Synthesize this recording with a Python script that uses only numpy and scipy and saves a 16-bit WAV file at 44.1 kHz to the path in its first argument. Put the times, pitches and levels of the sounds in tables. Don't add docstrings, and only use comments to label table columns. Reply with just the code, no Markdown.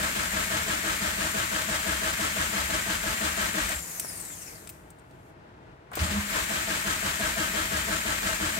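import sys
import numpy as np
from scipy import signal
from scipy.fft import rfft, irfft
from scipy.io import wavfile
from scipy.ndimage import uniform_filter1d

SR = 44100
rng = np.random.default_rng(int(sys.argv[2]) if len(sys.argv) > 2 else 0)


def decibels_to_gain(level_db):
    exponent = np.asarray(level_db, float) / 20
    return 10 ** exponent


def unload_audio(sound):
    columns = np.transpose(np.atleast_2d(sound))
    steps = np.round(np.clip(columns, -1, 1) * 32767)
    wavfile.write(sys.argv[1], SR, steps.astype(np.int16))


N = 378819
TIME, HZ = np.arange(N) / SR, np.fft.rfftfreq(N, 1 / SR)

# (time [s], whine [Hz], whir level [dB])
COAST = [
    (3.68, 7900, -51),
    (3.76, 7500, -40),
    (3.9, 6800, -39),
    (4.1, 5050, -40.5),
    (4.35, 3300, -44),
    (4.5, 2350, -45),
    (4.65, 1400, -52.5),
    (4.75, 900, -60),
    (4.82, 600, -86),
]
# (frequency [Hz], density [dB per Hz])
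WHIR = [(53, -28), (90, 3), (117, -25), (161, 1), (328, -19), (495, -8), (830, -8.5), (2050, -6),
        (3370, -17), (7020, -7), (8900, -6), (11000, -10.5), (12600, -6), (15600, -18)]


def evened(x):
    return x / np.sqrt(np.mean(x ** 2) + 1e-20)


def over_hz(points, column=1):
    table = np.transpose(points)
    return np.interp(np.log(HZ + 1), np.log(table[0] + 1), table[column])


def over_time(rows, column=1):
    table = np.transpose(rows)
    return np.interp(TIME, table[0], table[column])


def coloured(x, colour_db):
    return evened(irfft(rfft(x) * decibels_to_gain(colour_db), N))


def resonate(x, hz, width):
    turn = np.exp(2j * np.pi * np.cumsum(hz) / SR)
    r = np.exp(-np.pi * width / SR)
    smoothed = signal.lfilter([1], np.convolve([1, -r], [1, -r]), x / turn)
    return evened((turn * smoothed).real)


def swelling(s, db, rise, fall):
    distance = np.where(TIME < s, (s - TIME) / rise, (TIME - s) / fall)
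    return decibels_to_gain(db - 20 * distance)


def add(mix, s, sound):
    at = round(s * SR)
    sound = sound[:, max(-at, 0):]
    part = mix[:, max(at, 0):][:, :sound.shape[1]]
    part += sound[:, :part.shape[1]]


def strokes():
    # (time [s], battery strength [dB])
    rounds = [(-0.012, 0), (0.67, -.6), (1.345, 0), (2.02, 0), (2.697, -.6), (3.375, .6), (4.052, 0),
              (5.76, -4), (6.499, -1.5), (7.199, .3), (7.881, 0), (8.569, -1.5), (9.25, 0)]
    firing = [0, .249, .503, .755]
    pause_start_s, pause_end_s = 3.6, 6.3
    s, db = np.transpose(rounds)
    times = s[:-1, None] + np.diff(s)[:, None] * firing
    rows = []
    for (k, cylinder), at in np.ndenumerate(times):
        cranking = at < pause_start_s or at > pause_end_s
        if cranking and at < N / SR:
            rows.append((at, db[k], cylinder))
    return rows


def drive_db():
    # (time [s], level [dB])
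    let_go = [
        (3.66, 0),
        (3.72, 1.5),
        (3.76, -5.5),
        (3.8, -10.5),
        (3.9, -62),
    ]
    # (time [s], level [dB])
    bite = [
        (5.9, -64),
        (5.915, -32),
        (5.952, -18),
        (5.96, -10),
        (6.02, -2.5),
        (6.25, -2.5),
        (6.31, .6),
        (6.5, 0),
    ]
    return over_time(let_go + bite)


def gear_tones():
    # (thud [dB], boom [dB], mesh [dB], double mesh [dB], housing [dB])
    cylinders = [(-43, -39.5, -43.5, -39, -38), (-44.5, -38.8, -36.5, -41.5, -38),
                 (-40.8, -38.5, -40.5, -41.5, -39), (-39.8, -38.5, -39, -40.5, -40)]
    # (place [0-1], length [0-1], frequency [Hz], glide [share
    # per stroke], level [dB])
    thud = [(.24, .065, 76, .085, 5), (.45, .055, 72, -.022, 4.5), (.65, .055, 68, -.043, 4),
            (.18, .23, 52, 0, -5)]
    boom = [(.1, .085, 206, -.8, 5), (.34, .04, 200, 0, -12), (.81, .24, 180, 0, -7.5),
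            (.13, .06, 140, -1.6, -3), (.36, .04, 135, -.019, -4.5)]
    mesh = [(.25, .075, 315, -.5, 4), (.55, .01, 295, .3, -12)]
    double_mesh = [(.05, .045, 660, -.23, 6.8), (.27, .08, 622, 0, 1.5), (.40, .06, 655, .1, -2.5),
                   (.45, .12, 905, -.1, -6), (.02, .05, 425, -.3, -2), (.1, .08, 490, 0, -5)]
    housing = [(.44, .06, 1550, -.1, 1.5), (.1, .1, 1810, -.23, -6), (.36, .11, 2110, 0, -10),
               (.2, .02, 1500, -.1, -3.5),
               (.24, .08, 1642, 0, 5.5), (.33, .1, 1310, -.03, 3.5)]
    stroke_s, lead_in, uneven_db = .17, .2, 1.3
    parts = (thud, boom, mesh, double_mesh, housing)
    tones = [(part, *tone) for part, table in enumerate(parts) for tone in table]
    place = np.arange(-lead_in, 1.2, 1 / (stroke_s * SR))
    out, rows = np.zeros((2, N)), strokes()
    chance = rng.standard_normal((len(rows), len(tones), 5))
    for (s, battery_db, cylinder), luck in zip(rows, chance):
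        stroke = np.zeros((2, len(place)))
        for (part, centre, length, hz, glide, db), (detune, late, size, start, skew) in zip(tones, luck):
            u = place - centre - .01 * late
            pitch = 1 + .006 * detune
            turns = np.cumsum(hz * (pitch + glide * u)) / SR
            spread = length * np.where(u < 0, .75, 1.25)
            strength_db = cylinders[cylinder][part] + battery_db + db + uneven_db * size
            lag = np.array([[0], [.25 + .06 * skew]])
            swell = decibels_to_gain(strength_db - 3.5) * np.exp(-(u / spread) ** 2 / 2)
            stroke += np.sqrt(2) * swell * np.cos(2 * np.pi * (turns + start + lag))
        add(out, s - lead_in * stroke_s, stroke)
    return out


def gear_noise():
    # (place in the stroke [0-1], load [dB])
    stroke_load = [(0, -4.5), (.07, -2.5), (.25, 1.2), (.5, -.3), (.7, -4.5), (.93, -11.5), (1, -5.5)]
    # (frequency [Hz], density [dB per Hz])
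    brushes = [(24, -32), (40, 5), (71, -3.5), (129, -9.5), (208, -6), (510, -16.5), (639, -4.5),
               (780, -12), (862, -6), (1650, -1), (2250, -2.5), (3000, -9), (5610, -14.3), (7380, -9),
               (11000, -19), (12500, -13.5), (15600, -20)]
    # (frequency [Hz], density [dB per Hz])
    tooth_knock = [(24, -33), (40, 5), (71, -4.5), (133, -9), (203, -4.5), (260, -33), (310, 3), (369, -17),
                   (639, -3), (780, -18), (884, -7.5), (1650, -2), (2250, -9), (3000, -4), (5610, -10.5),
                   (7380, -9), (15600, -27)]
    # (frequency [Hz], width [Hz], level [dB])
    resonances = [(221.4, 18, 6), (705, 50, -3.5), (644, 24, 4), (872, 15, 6), (750, 25, 2.5),
                  (1264, 46, 1.5), (1570, 50, 2.5), (1623, 11, 3.5), (1736, 15, -1.5), (1820, 32, 2.5),
                  (2017, 27, 2), (990, 90, -1.5), (2404, 41, 3.5), (3085, 25, 3), (3220, 9.2, 8.5),
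                  (4100, 40, 4), (7520, 220, 2.5), (8860, 220, 4.5), (12100, 840, 2.5)]
    running_db, loaded_db, flicker_db = -31.2, -32.8, 0.75
    teeth_hz, teeth_depth = 309.1, 0.3

    starts = np.sort(np.r_[np.transpose(strokes())[0], 3.71, 5.95])
    place = np.interp(TIME, starts, np.arange(len(starts))) % 1
    load_db = np.interp(place, *np.transpose(stroke_load))
    cabin_db = sum(db / (1 + (2 * (HZ - hz) / width) ** 2) for hz, width, db in resonances)
    hiss, knock, jitter = rng.standard_normal((3, 2, N))
    flicker = decibels_to_gain(flicker_db * evened(uniform_filter1d(jitter[0], 500)))

    running = decibels_to_gain(running_db) * coloured(hiss * flicker, over_hz(brushes) + cabin_db)
    body = irfft(rfft(running) / (1 + (HZ / 1400) ** 4) / (1 + (250 / (HZ + 1)) ** 6), N)
    running = running + body * (decibels_to_gain(.6 * load_db + 2.5) - 1)

    wander = 3.0 * uniform_filter1d(jitter[1], 300)
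    teeth = np.cumsum(teeth_hz * (1 + .15 * np.cos(2 * np.pi * place) + wander)) / SR
    chop = 1 - teeth_depth + teeth_depth * 4 * np.exp(-4 * (teeth % 1))
    knock = coloured(knock * chop * flicker, over_hz(tooth_knock) + cabin_db)
    chug = irfft(rfft(knock) / (1 + (HZ / 1300) ** 4), N)
    loaded = decibels_to_gain(loaded_db) * (decibels_to_gain(1.3 * load_db + 2.5) * chug + decibels_to_gain(load_db) * (knock - chug))
    return (running + loaded) * decibels_to_gain(drive_db())


def coil_whistle():
    whistle_hz, width_hz, whistle_db = 7168, 30, -54.5
    level_db = np.maximum(drive_db(), over_time(COAST, column=2) + 36)
    seeds = rng.standard_normal((2, N))
    whistle = np.array([resonate(n, np.full(N, whistle_hz), width_hz) for n in seeds])
    return decibels_to_gain(whistle_db + level_db) * whistle


def cabin_echo(pair):
    echo_db, t60_s = -11, 0.073
    t = np.arange(6000) / SR
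    tail = rng.standard_normal((2, len(t))) * decibels_to_gain(-60 * t / t60_s) * (t > .002)
    tail = decibels_to_gain(echo_db) * tail / np.linalg.norm(tail, axis=1)[:, None]
    echo = signal.oaconvolve(pair, tail, axes=1)[:, :N]
    return pair + irfft(rfft(echo) / (1 + (1400 / (HZ + 1)) ** 4), N)


def garage():
    # (frequency [Hz], density [dB per Hz])
    room = [(18, -45.5), (30, -21), (43, -2), (169, -4), (231, -11), (351, -5), (380, -11.5), (433, -8),
            (577, -14.5), (641, -6.5), (730, -14.5), (855, -9.5), (1140, -16.5), (1520, -16), (15600, -56)]
    # (time [s], level [dB])
    after = [
        (4.6, -90),
        (4.72, -57),
        (5.0, -74),
        (5.3, -68),
        (5.36, -90),
    ]
    room_db = -50
    hum, hiss, swell = rng.standard_normal((3, 2, N))
    swell = decibels_to_gain(1.0 * evened(uniform_filter1d(swell[0], 3000)))
    hum = decibels_to_gain(room_db) * coloured(hum * swell, over_hz(room))
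    return hum + decibels_to_gain(over_time(after)) * coloured(hiss, over_hz(WHIR))


def coasting():
    # (multiple of the whine [ratio], shift [Hz], level [dB], width [Hz])
    whines = [(1, 0, 2.5, 400), (1.75, 1100, 5.5, 1000), (3.4, -1500, 1, 1000)]
    whine_db = -13.5
    whir, *seeds = rng.standard_normal((1 + len(whines), 2, N))
    span = slice(round(3.6 * SR), round(4.9 * SR))
    whine = np.zeros((2, N))
    for (multiple, shift, db, width), pair in zip(whines, seeds):
        hz = multiple * over_time(COAST)[span] + shift
        heard = decibels_to_gain(db) * np.clip((13800 - hz) / 1200, 0, 1)
        whine[:, span] += [heard * resonate(n[span], np.minimum(hz, 16000), width) for n in pair]
    whine *= decibels_to_gain(3.0 * evened(uniform_filter1d(whir[0], 900)))
    ring_db = 6 / (1 + ((HZ - 8200) / 1300) ** 2)
    whine = irfft(rfft(whine) * decibels_to_gain(.9 * over_hz(WHIR) + ring_db + 7.5), N)
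    level_db = over_time(COAST, column=2)
    return decibels_to_gain(level_db) * coloured(whir, over_hz(WHIR)) + decibels_to_gain(level_db + whine_db) * whine


def clicks():
    # (time [s], peak [dB], low part [dB], top part [dB], left-right [dB])
    events = [(3.6904, -21, -11, -12, 7), (3.9965, -14.5, -14, -8, 2.0), (4.1734, -27.5, -25, -16, 7),
              (4.1994, -28, -22, -11, 6.0), (4.2124, -29.5, -21, -16, 9), (4.2502, -26, -27, -19, 6.0),
              (4.6723, -33, -3, -16, 9), (4.6912, -33, -3, -2, 5.0), (4.697, -34, -12, -2, 2.0),
              (4.7014, -41, -10, -5, 0), (4.9028, -40, -12, -8.5, 2), (4.9851, -52, -8, -13, 3.0),
              (4.9944, -48.5, -11, -18.5, 1.0), (5.1094, -58, 2.5, -14.5, -9), (5.9145, -44, -6, -13, 3.5),
              (5.9307, -41, -12, -6, 7.0), (5.9532, -25, -6, -2, 5.0)]
    # (frequency [Hz], density [dB per Hz])
    metal_ring = [(1760, -62), (3000, -41), (4760, -24), (6860, -12.5), (8380, -2), (10200, -11.5),
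                  (11000, -20), (12300, -23), (13000, -11), (15000, -6), (15600, -14)]
    t60_s, attack_s, split_hz = .04, .0006, 11500
    out, t = np.zeros((2, N)), np.arange(4000) / SR
    bright, top, dull = (n + 0.3 * n[::-1] for n in rng.standard_normal((3, 2, N)))
    bright = coloured(bright, over_hz(metal_ring) - 60 * (HZ > split_hz))
    top = coloured(top, over_hz(metal_ring) - 60 * (HZ < split_hz))
    dull = coloured(dull, -5 * np.log2((HZ + 1) / 2800) ** 2)
    for k, (s, db, low_db, top_db, pan_db) in enumerate(events):
        piece = slice(k * len(t), (k + 1) * len(t))
        shape = decibels_to_gain(db - 7 - 60 * t / t60_s) * (1 - np.exp(-t / attack_s))
        metal = bright[:, piece] + decibels_to_gain(low_db) * dull[:, piece] + decibels_to_gain(top_db + 5.5) * top[:, piece]
        add(out, s, shape * metal * decibels_to_gain([[pan_db / 2], [-pan_db / 2]]))
    return out


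def dull_bursts():
    # (time [s], level [dB], centre [Hz], width [octaves], t60 [s])
    bursts = [(4.045, -30, 600, 1.2, 0.031), (5.915, -36, 920, 0.77, 0.1), (5.932, -34.5, 1100, 1.36, 0.11),
              (5.971, -24.5, 600, 1.2, 0.075), (5.99, -27.5, 1500, 1.6, 0.11), (6.36, -34, 540, 0.49, .12),
              (6.1, -40, 430, .6, .3), (3.695, -36, 630, .3, .12), (4.3, -41, 1700, .6, .05),
              (3.997, -38, 2500, 1.2, .03), (6.35, -35, 1150, .3, .2), (6.13, -35, 2000, .35, .35),
              (6.16, -38, 1030, .3, .4)]
    out, t = np.zeros((2, N)), np.arange(6000) / SR
    octave = np.log2(np.fft.rfftfreq(len(t), 1 / SR) + 1)
    seeds = rng.standard_normal((len(bursts), 2, len(t)))
    for (s, db, hz, width, t60), noise in zip(bursts, seeds):
        colour_db = -6 * ((octave - np.log2(hz)) / width) ** 2
        body = evened(irfft(rfft(noise) * decibels_to_gain(colour_db), len(t)))
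        add(out, s, decibels_to_gain(db - 60 * t / t60) * body * (1 - np.exp(-t / 0.0015)))
    return out


def release_thump():
    # (time [s], level [dB], frequency [Hz], t60 [s])
    release = (3.756, -28, 68, .14)
    s, db, hz, t60 = release
    out, t = np.zeros((2, N)), np.arange(6000) / SR
    thump = -decibels_to_gain(db - 60 * t / t60) * np.sin(2 * np.pi * hz * t) * (1 - np.exp(-t / 0.0065))
    add(out, s, np.tile(thump, (2, 1)))
    return out


def engine_rocking():
    # (time [s], level [dB], frequency [Hz], rise [s], fall [s])
    rocks = [
        (6.022, -23, 77.7, .026, .045),
        (6.098, -33, 80, .04, .044),
        (6.195, -31, 80, .06, .03),
        (6.14, -35, 58, .06, .06),
        (6.05, -40, 179, .06, .08),
        (6.182, -27, 204, .11, .047),
        (6.235, -39, 202, .05, .13),
    ]
    # (time [s], level [dB], rise [s], fall [s])
    shudder = (6.055, -35, .1, .1)
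    rough = coloured(rng.standard_normal((2, N)), -14 * np.log2((HZ + 1) / 150) ** 2)
    out = swelling(*shudder) * rough
    for s, db, hz, rise, fall in rocks:
        out += np.sqrt(2) * swelling(s, db, rise, fall) * np.cos(2 * np.pi * hz * (TIME - s))
    return out


def microphone_ports(pair):
    # (frequency [Hz], likeness [0-1], left leads by [radians], left-right [dB])
    port_pair = [(40, 0.95, 0, -1.5), (200, 0.97, 0.48, 1), (403, 0.72, 0.88, 1.5), (654, 0, 1.65, 3.5),
                 (900, 0.48, 2.5, 2), (1400, 0.36, 3, 5), (1640, 0.53, 4.5, 2), (1940, 0.45, 4.5, 4),
                 (4300, 0, 4.5, 2), (8000, 0.19, 5, 8), (13000, 0, 9.5, -0.5), (16000, .1, 22, 6)]
    a, b = rfft(pair)
    same = np.clip(over_hz(port_pair), 0, 1)
    lead, tilt = over_hz(port_pair, column=2), over_hz(port_pair, column=3)
    right = same * np.exp(-1j * lead) * a + np.sqrt(1 - same ** 2) * b
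    return irfft(np.array([a * decibels_to_gain(tilt / 2), right * decibels_to_gain(-tilt / 2)]), N)


def scene():
    starter = gear_tones() + coil_whistle() + cabin_echo(gear_noise() + coasting())
    body = dull_bursts() + release_thump() + engine_rocking()
    return microphone_ports(starter + body + garage()) + clicks()


def low_pass(x):
    return signal.sosfilt(signal.butter(12, 16450, fs=SR, output="sos"), x)


def record(dry):
    bass_cut_hz, edge_hz = 43, 15830
    passed = (HZ < edge_hz) / (1 + (bass_cut_hz / (HZ + 1)) ** 6)
    return low_pass(irfft(rfft(dry) * passed, N))


dry = scene()
out = record(dry)
unload_audio(out)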